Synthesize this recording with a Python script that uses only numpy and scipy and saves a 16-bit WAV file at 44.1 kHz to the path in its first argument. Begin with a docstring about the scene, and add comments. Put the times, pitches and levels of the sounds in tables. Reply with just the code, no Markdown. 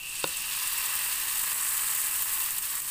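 """Pancake batter sizzles as it is poured into a very hot frying pan, heard close up in a kitchen.
Steam bursts from under the spreading edge in thousands of tiny pops: a crackle, a hiss and a fine fizz,
with sharper spits of fat, brief spurts of steam and short lulls. Early on the steam sings in a narrow
band and something knocks once. A low hum and a short room tail sit behind it all."""
import sys
import numpy as np
from scipy import signal
from scipy.fft import rfft, irfft
from scipy.io import wavfile

SR = 44100
rng = np.random.default_rng(int(sys.argv[2]) if len(sys.argv) > 2 else 0)


def digitize_waveform(pressure):
    """Quantize a signal to 16-bit integers and store it at the path in sys.argv[1].

    Rows of a 2-D input are taken as channels; values are limited to [-1, 1].
    """
    field = np.atleast_2d(pressure).T
    bounded = np.clip(field, -1, 1)
    quanta = np.round(bounded * 32767).astype(np.int16)
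    wavfile.write(sys.argv[1], SR, quanta)


N = 127890


def amp(db):
    """Decibels to gain."""
    return 10 ** (np.asarray(db) / 20)


def unit(x):
    """Scales to rms 1."""
    return x / np.sqrt(np.mean(x ** 2) + 1e-20)


def add(mix, start_s, sound):
    """Mixes a sound in at its cue."""
    part = mix[round(start_s * SR):][:len(sound)]
    part += sound[:len(part)]


def curve(points, column=1):
    """A fader ride: one column of a timed table, interpolated to every sample."""
    rows = np.array(points)
    return np.interp(np.arange(N) / SR, rows[:, 0], rows[:, column])


def colour(x, eq, size=4096):
    """Plays x through an EQ curve, as a minimum-phase filter of unit energy."""
    hz, db = np.transpose(eq)
    bin_hz = abs(np.fft.fftfreq(size, 1 / SR)) + 1
    log_gain = np.log(amp(np.interp(np.log(bin_hz), np.log(hz), db)))
    response = np.exp(np.conj(signal.hilbert(log_gain)))
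    ring = np.fft.ifft(response).real[:size // 2]
    return signal.oaconvolve(x, ring / np.linalg.norm(ring))[:len(x)]


# EQ of the room tone: f/Hz, level/dB
ROOM_TONE_EQ = [(20, 2), (45, -5.5), (85, -9.5), (120, -6.5), (135, -10), (155, -4.5), (185, -11.5),
                (250, -17.5), (310, -10.5), (420, -20), (1000, -20), (8000, -49)]


def room_tone(level_db=-56.5):
    """The kitchen's low hum, a steady bed of dark noise."""
    return amp(level_db) * unit(colour(rng.standard_normal(N), ROOM_TONE_EQ, size=16384))


def room_tail(send, t60_s=0.31):
    """Sparse kitchen reflections arrive after 3 ms and die away quickly."""
    t = np.arange(SR // 2) / SR
    reflections = rng.standard_normal(len(t)) * (rng.random(len(t)) < .06) * (t > .003)
    tail = reflections * amp(-60 * t / t60_s)
    return signal.oaconvolve(send, tail / np.linalg.norm(tail))[:N]


# The knock's hit and two rebounds: t/s, level/dB
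KNOCK_HITS = [(0.242, -16), (0.2441, -20), (.2474, -26)]
# Modes of the struck body: f/Hz, level/dB, t60/s
KNOCK_RING = [(162, -19.5, 0.16), (320, -18.5, 0.048), (547, -11.5, 0.025), (820, -9, .012),
              (1044, -6, 0.027), (1420, -8, 0.0098), (1750, -14, 0.0072), (2730, -3, 0.0099),
              (3670, 1.5, .005), (4450, -7, 0.0046)]
# EQ of the scuff on contact: f/Hz, level/dB
SCUFF_EQ = [(200, -8), (700, -3), (1500, 2), (2100, -8), (3300, -1), (4700, -5), (6000, -18), (15000, -20)]


def knock(scuff_db=-11, scuff_decay_s=0.0024, low_cut_hz=165, rebound_high_cut_hz=1800):
    """A dull, scuffing knock with two softer rebounds, likely a utensil against the batter bowl."""
    out, t = np.zeros(N), np.arange(SR // 3) / SR
    ring = sum(amp(db - 60 * t / t60) * np.sin(2 * np.pi * hz * t) for hz, db, t60 in KNOCK_RING)
    scuff = amp(scuff_db) * colour(rng.standard_normal(len(t)) * np.exp(-t / scuff_decay_s), SCUFF_EQ)
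    hit = signal.lfilter(*signal.butter(2, low_cut_hz, "high", fs=SR), ring + scuff)
    rebound = signal.lfilter(*signal.butter(1, rebound_high_cut_hz, fs=SR), hit)
    for k, (start_s, db) in enumerate(KNOCK_HITS):
        add(out, start_s, amp(db) * (rebound if k else hit))
    return out


# Cues for the spurts of steam: t/s, level/dB
SPURT_CUES = [(.568, -43), (0.887, -41), (1.512, -40.5), (1.785, -42), (2.395, -40.5), (2.635, -44)]


def spurts(rise_s=0.0073):
    """Puffs of steam escape from under the batter, in the sizzle's three lower bands."""
    out, t = np.zeros(N), np.arange(SR // 10) / SR
    for start_s, db in SPURT_CUES:
        puff = rng.standard_normal(len(t)) * t / rise_s * np.exp(1 - t / rise_s)
        body = colour(puff, FRY_EQ) + amp(-3.5) * colour(puff, CRACKLE_EQ)
        add(out, start_s, amp(db) * (body + amp(-1) * colour(puff, SING_EQ)))
    return out


# Cues for the spits of fat: t/s, level/dB, fizz over hiss/dB
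SPIT_CUES = [(0.3696, -1, -9), (.537, -17, 7), (0.673, 0.5, -9), (.862, -0.5, -3), (.938, -11, 8),
             (.954, -3.5, 8.5), (1.128, -5, 4), (1.283, 2.5, -6), (1.3942, -2, 7), (1.778, -0.5, 6),
             (1.8765, 0, -3), (1.9502, -5, 10), (1.981, -12, 0), (2.016, -3.5, 6), (2.223, -8.5, 14),
             (2.401, -9, 11), (2.507, -0.5, -7), (2.583, -1.5, 5), (2.754, -2, 3), (2.819, -5.5, 6)]


def spits(trim_db=-8, decay_s=0.0067, crack=0.71):
    """Fat spits with a sharp crack and a short, bright spray of smaller pops."""
    out, t = np.zeros(N), np.arange(SR // 20) / SR
    for start_s, db, fizz_db in SPIT_CUES:
        spray = rng.standard_normal(len(t)) * np.exp(-t / decay_s)
        spray /= np.linalg.norm(spray)
        spray[0] = crack  # one-sample transient
        treble = colour(spray, HISS_EQ) + amp(fizz_db) * colour(spray, FIZZ_EQ)
        add(out, start_s, amp(trim_db + db) * (treble + amp(-9) * colour(spray, FRY_EQ)))
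    return out


def ticks(level_db, per_s=170):
    """Larger bubbles burst as scattered sharp ticks that stand out of the top end."""
    train = rng.choice([-1, 1], N) * rng.uniform(.4, 1, N) * (rng.random(N) < per_s / SR)
    return amp(level_db) * unit(colour(train, FIZZ_EQ) + amp(-4) * colour(train, HISS_EQ))


def clumps(slow_hz=7.7, fast_hz=263, slope=0.54):
    """The boil swells and thins at random, mostly between the two rates; rms 1."""
    hz = np.fft.rfftfreq(N, 1 / SR) + 1
    shape = hz ** -slope / (1 + (slow_hz / hz) ** 2) / (1 + (hz / fast_hz) ** 2)
    return unit(irfft(rfft(rng.standard_normal(N)) * shape, N))


def pops(eq, level_db, boil_db, per_s, clump_db, spread_db=2):
    """A dense train of bursting bubbles, mostly tiny, all ringing through one EQ."""
    size = amp(spread_db * np.minimum(rng.exponential(1, N), 5.3))  # capped to tame the biggest
    train = size * rng.choice([-1, 1], N) * (rng.random(N) < per_s / SR)
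    flutter = amp(boil_db + clump_db * clumps())
    return amp(level_db) * unit(colour(train * flutter, eq))


# EQs of the low crackle, frying mids, singing steam, hiss and fizz: f/Hz, level/dB
CRACKLE_EQ = [(100, -29), (300, -26.5), (520, -15), (700, -20.5), (830, -9), (1020, -0.5), (1270, -2),
              (1400, -8), (1720, 0), (1990, -0.5), (2080, -6.5), (2400, -3.5), (3000, -9), (4000, -36),
              (8000, -56)]
FRY_EQ = [(1500, -27), (2600, -3), (3050, 2.5), (3300, -0.5), (3800, 1), (4200, -0.5), (4700, 1.5),
          (5200, -3.5), (5450, 0), (5900, -5), (6900, -1.5), (8500, -18), (15000, -45)]
SING_EQ = [(1200, -49), (2250, -27.5), (2560, -12), (2665, -6.5), (2705, -0.5), (2745, -5.5), (2870, -12),
           (3200, -25.5), (5000, -47)]
HISS_EQ = [(2000, -45), (6200, -16.5), (7300, -8), (7900, -1), (8650, -1), (9200, -3.5), (10200, -7.5),
           (12000, -18), (16000, -19.5)]
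FIZZ_EQ = [(1000, -32), (6000, -17.5), (9000, -9), (10800, 0), (12400, 0.5), (13300, 1.5), (14400, 0.5),
           (15300, 4), (16000, -2.5)]
# Fader rides of the crackle, frying mids and singing steam: t/s, level/dB
CRACKLE_RIDE = [(0, -56.5), (.2, -47.5), (.35, -47), (.57, -42), (1.0, -40), (1.2, -42.5), (1.5, -40.5),
                (2.0, -41), (2.42, -42.5), (2.62, -46), (2.77, -43.5), (2.85, -45.5)]
FRY_RIDE = [(0, -50), (.16, -42.5), (.6, -38.5), (1.0, -39), (1.45, -40.5), (1.65, -42), (2.42, -41.5),
            (2.6, -44), (2.77, -43), (2.9, -44)]
SING_RIDE = [(0, -40), (.2, -42.5), (.6, -41.5), (1.05, -43), (1.5, -48), (1.65, -52), (2.0, -48),
             (2.4, -47.5), (2.9, -55)]
# Fader rides of the top end: t/s, hiss level/dB, fizz level/dB
TREBLE_RIDE = [(0, -48, -46), (.05, -43, -44), (.15, -37, -42), (.27, -38, -38), (.45, -37.5, -37.5),
               (.65, -35, -33), (.85, -35.5, -32.7), (1.0, -34, -32.5), (1.2, -36, -33), (1.37, -34, -31.5),
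               (1.55, -33.5, -32), (1.68, -31, -32), (1.92, -32, -31.7), (2.1, -33.5, -31),
               (2.2, -33, -30.5), (2.32, -35, -31), (2.42, -34.5, -29), (2.49, -37, -33.5),
               (2.65, -36, -33.5), (2.76, -35.5, -34.5), (2.9, -35.5, -34.5)]
# Lulls when a pocket of steam has emptied: t/s, depth/dB, recovery/s
LULL_CUES = [(1.532, 2.5, .035), (2.234, 5, .028), (2.592, 4, 0.022), (2.805, 4.5, 0.052)]


def sizzle():
    """Steam bursts from under the batter: five bands of pops share one boil and duck in the lulls."""
    t = np.arange(N) / SR
    boil_db = 0.49 * clumps()
    treble_boil_db = boil_db + 1.1 * clumps()
    hiss_db, fizz_db = curve(TREBLE_RIDE, column=1), curve(TREBLE_RIDE, column=2)
    crackle = pops(CRACKLE_EQ, curve(CRACKLE_RIDE), boil_db, per_s=4200, clump_db=0.6)
    fry = pops(FRY_EQ, curve(FRY_RIDE), boil_db, per_s=9800, clump_db=1.52)
    sing = pops(SING_EQ, curve(SING_RIDE), boil_db, per_s=5600, clump_db=0.3)
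    hiss = pops(HISS_EQ, hiss_db, treble_boil_db, per_s=3500, clump_db=1.0)
    fizz = pops(FIZZ_EQ, fizz_db, treble_boil_db, per_s=16800, clump_db=0.8)
    duck_db = sum(depth_db * (t > start_s) * np.exp(-((t - start_s) / recovery_s) ** 2)
                  for start_s, depth_db, recovery_s in LULL_CUES)
    return (crackle + fry + sing + hiss + fizz + ticks(fizz_db - 7.5)) * amp(-duck_db)


def scene():
    """Mono mix: pan and knock up front with a little room, over the low hum."""
    pan = sizzle() + spits() + spurts()
    hit = knock()
    hum = room_tone()
    reverb = room_tail(amp(-12.5) * pan + amp(-18.5) * hit)
    return (pan + hit + reverb + hum)[None]


def record(dry, high_cut_hz=15520):
    """A steep high cut on the master trims the top of the fizz."""
    high_cut = signal.firwin(1023, high_cut_hz, window=("kaiser", 9), fs=SR)
    return signal.oaconvolve(dry, high_cut[None], "same")


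dry = scene()
out = record(dry)
digitize_waveform(out)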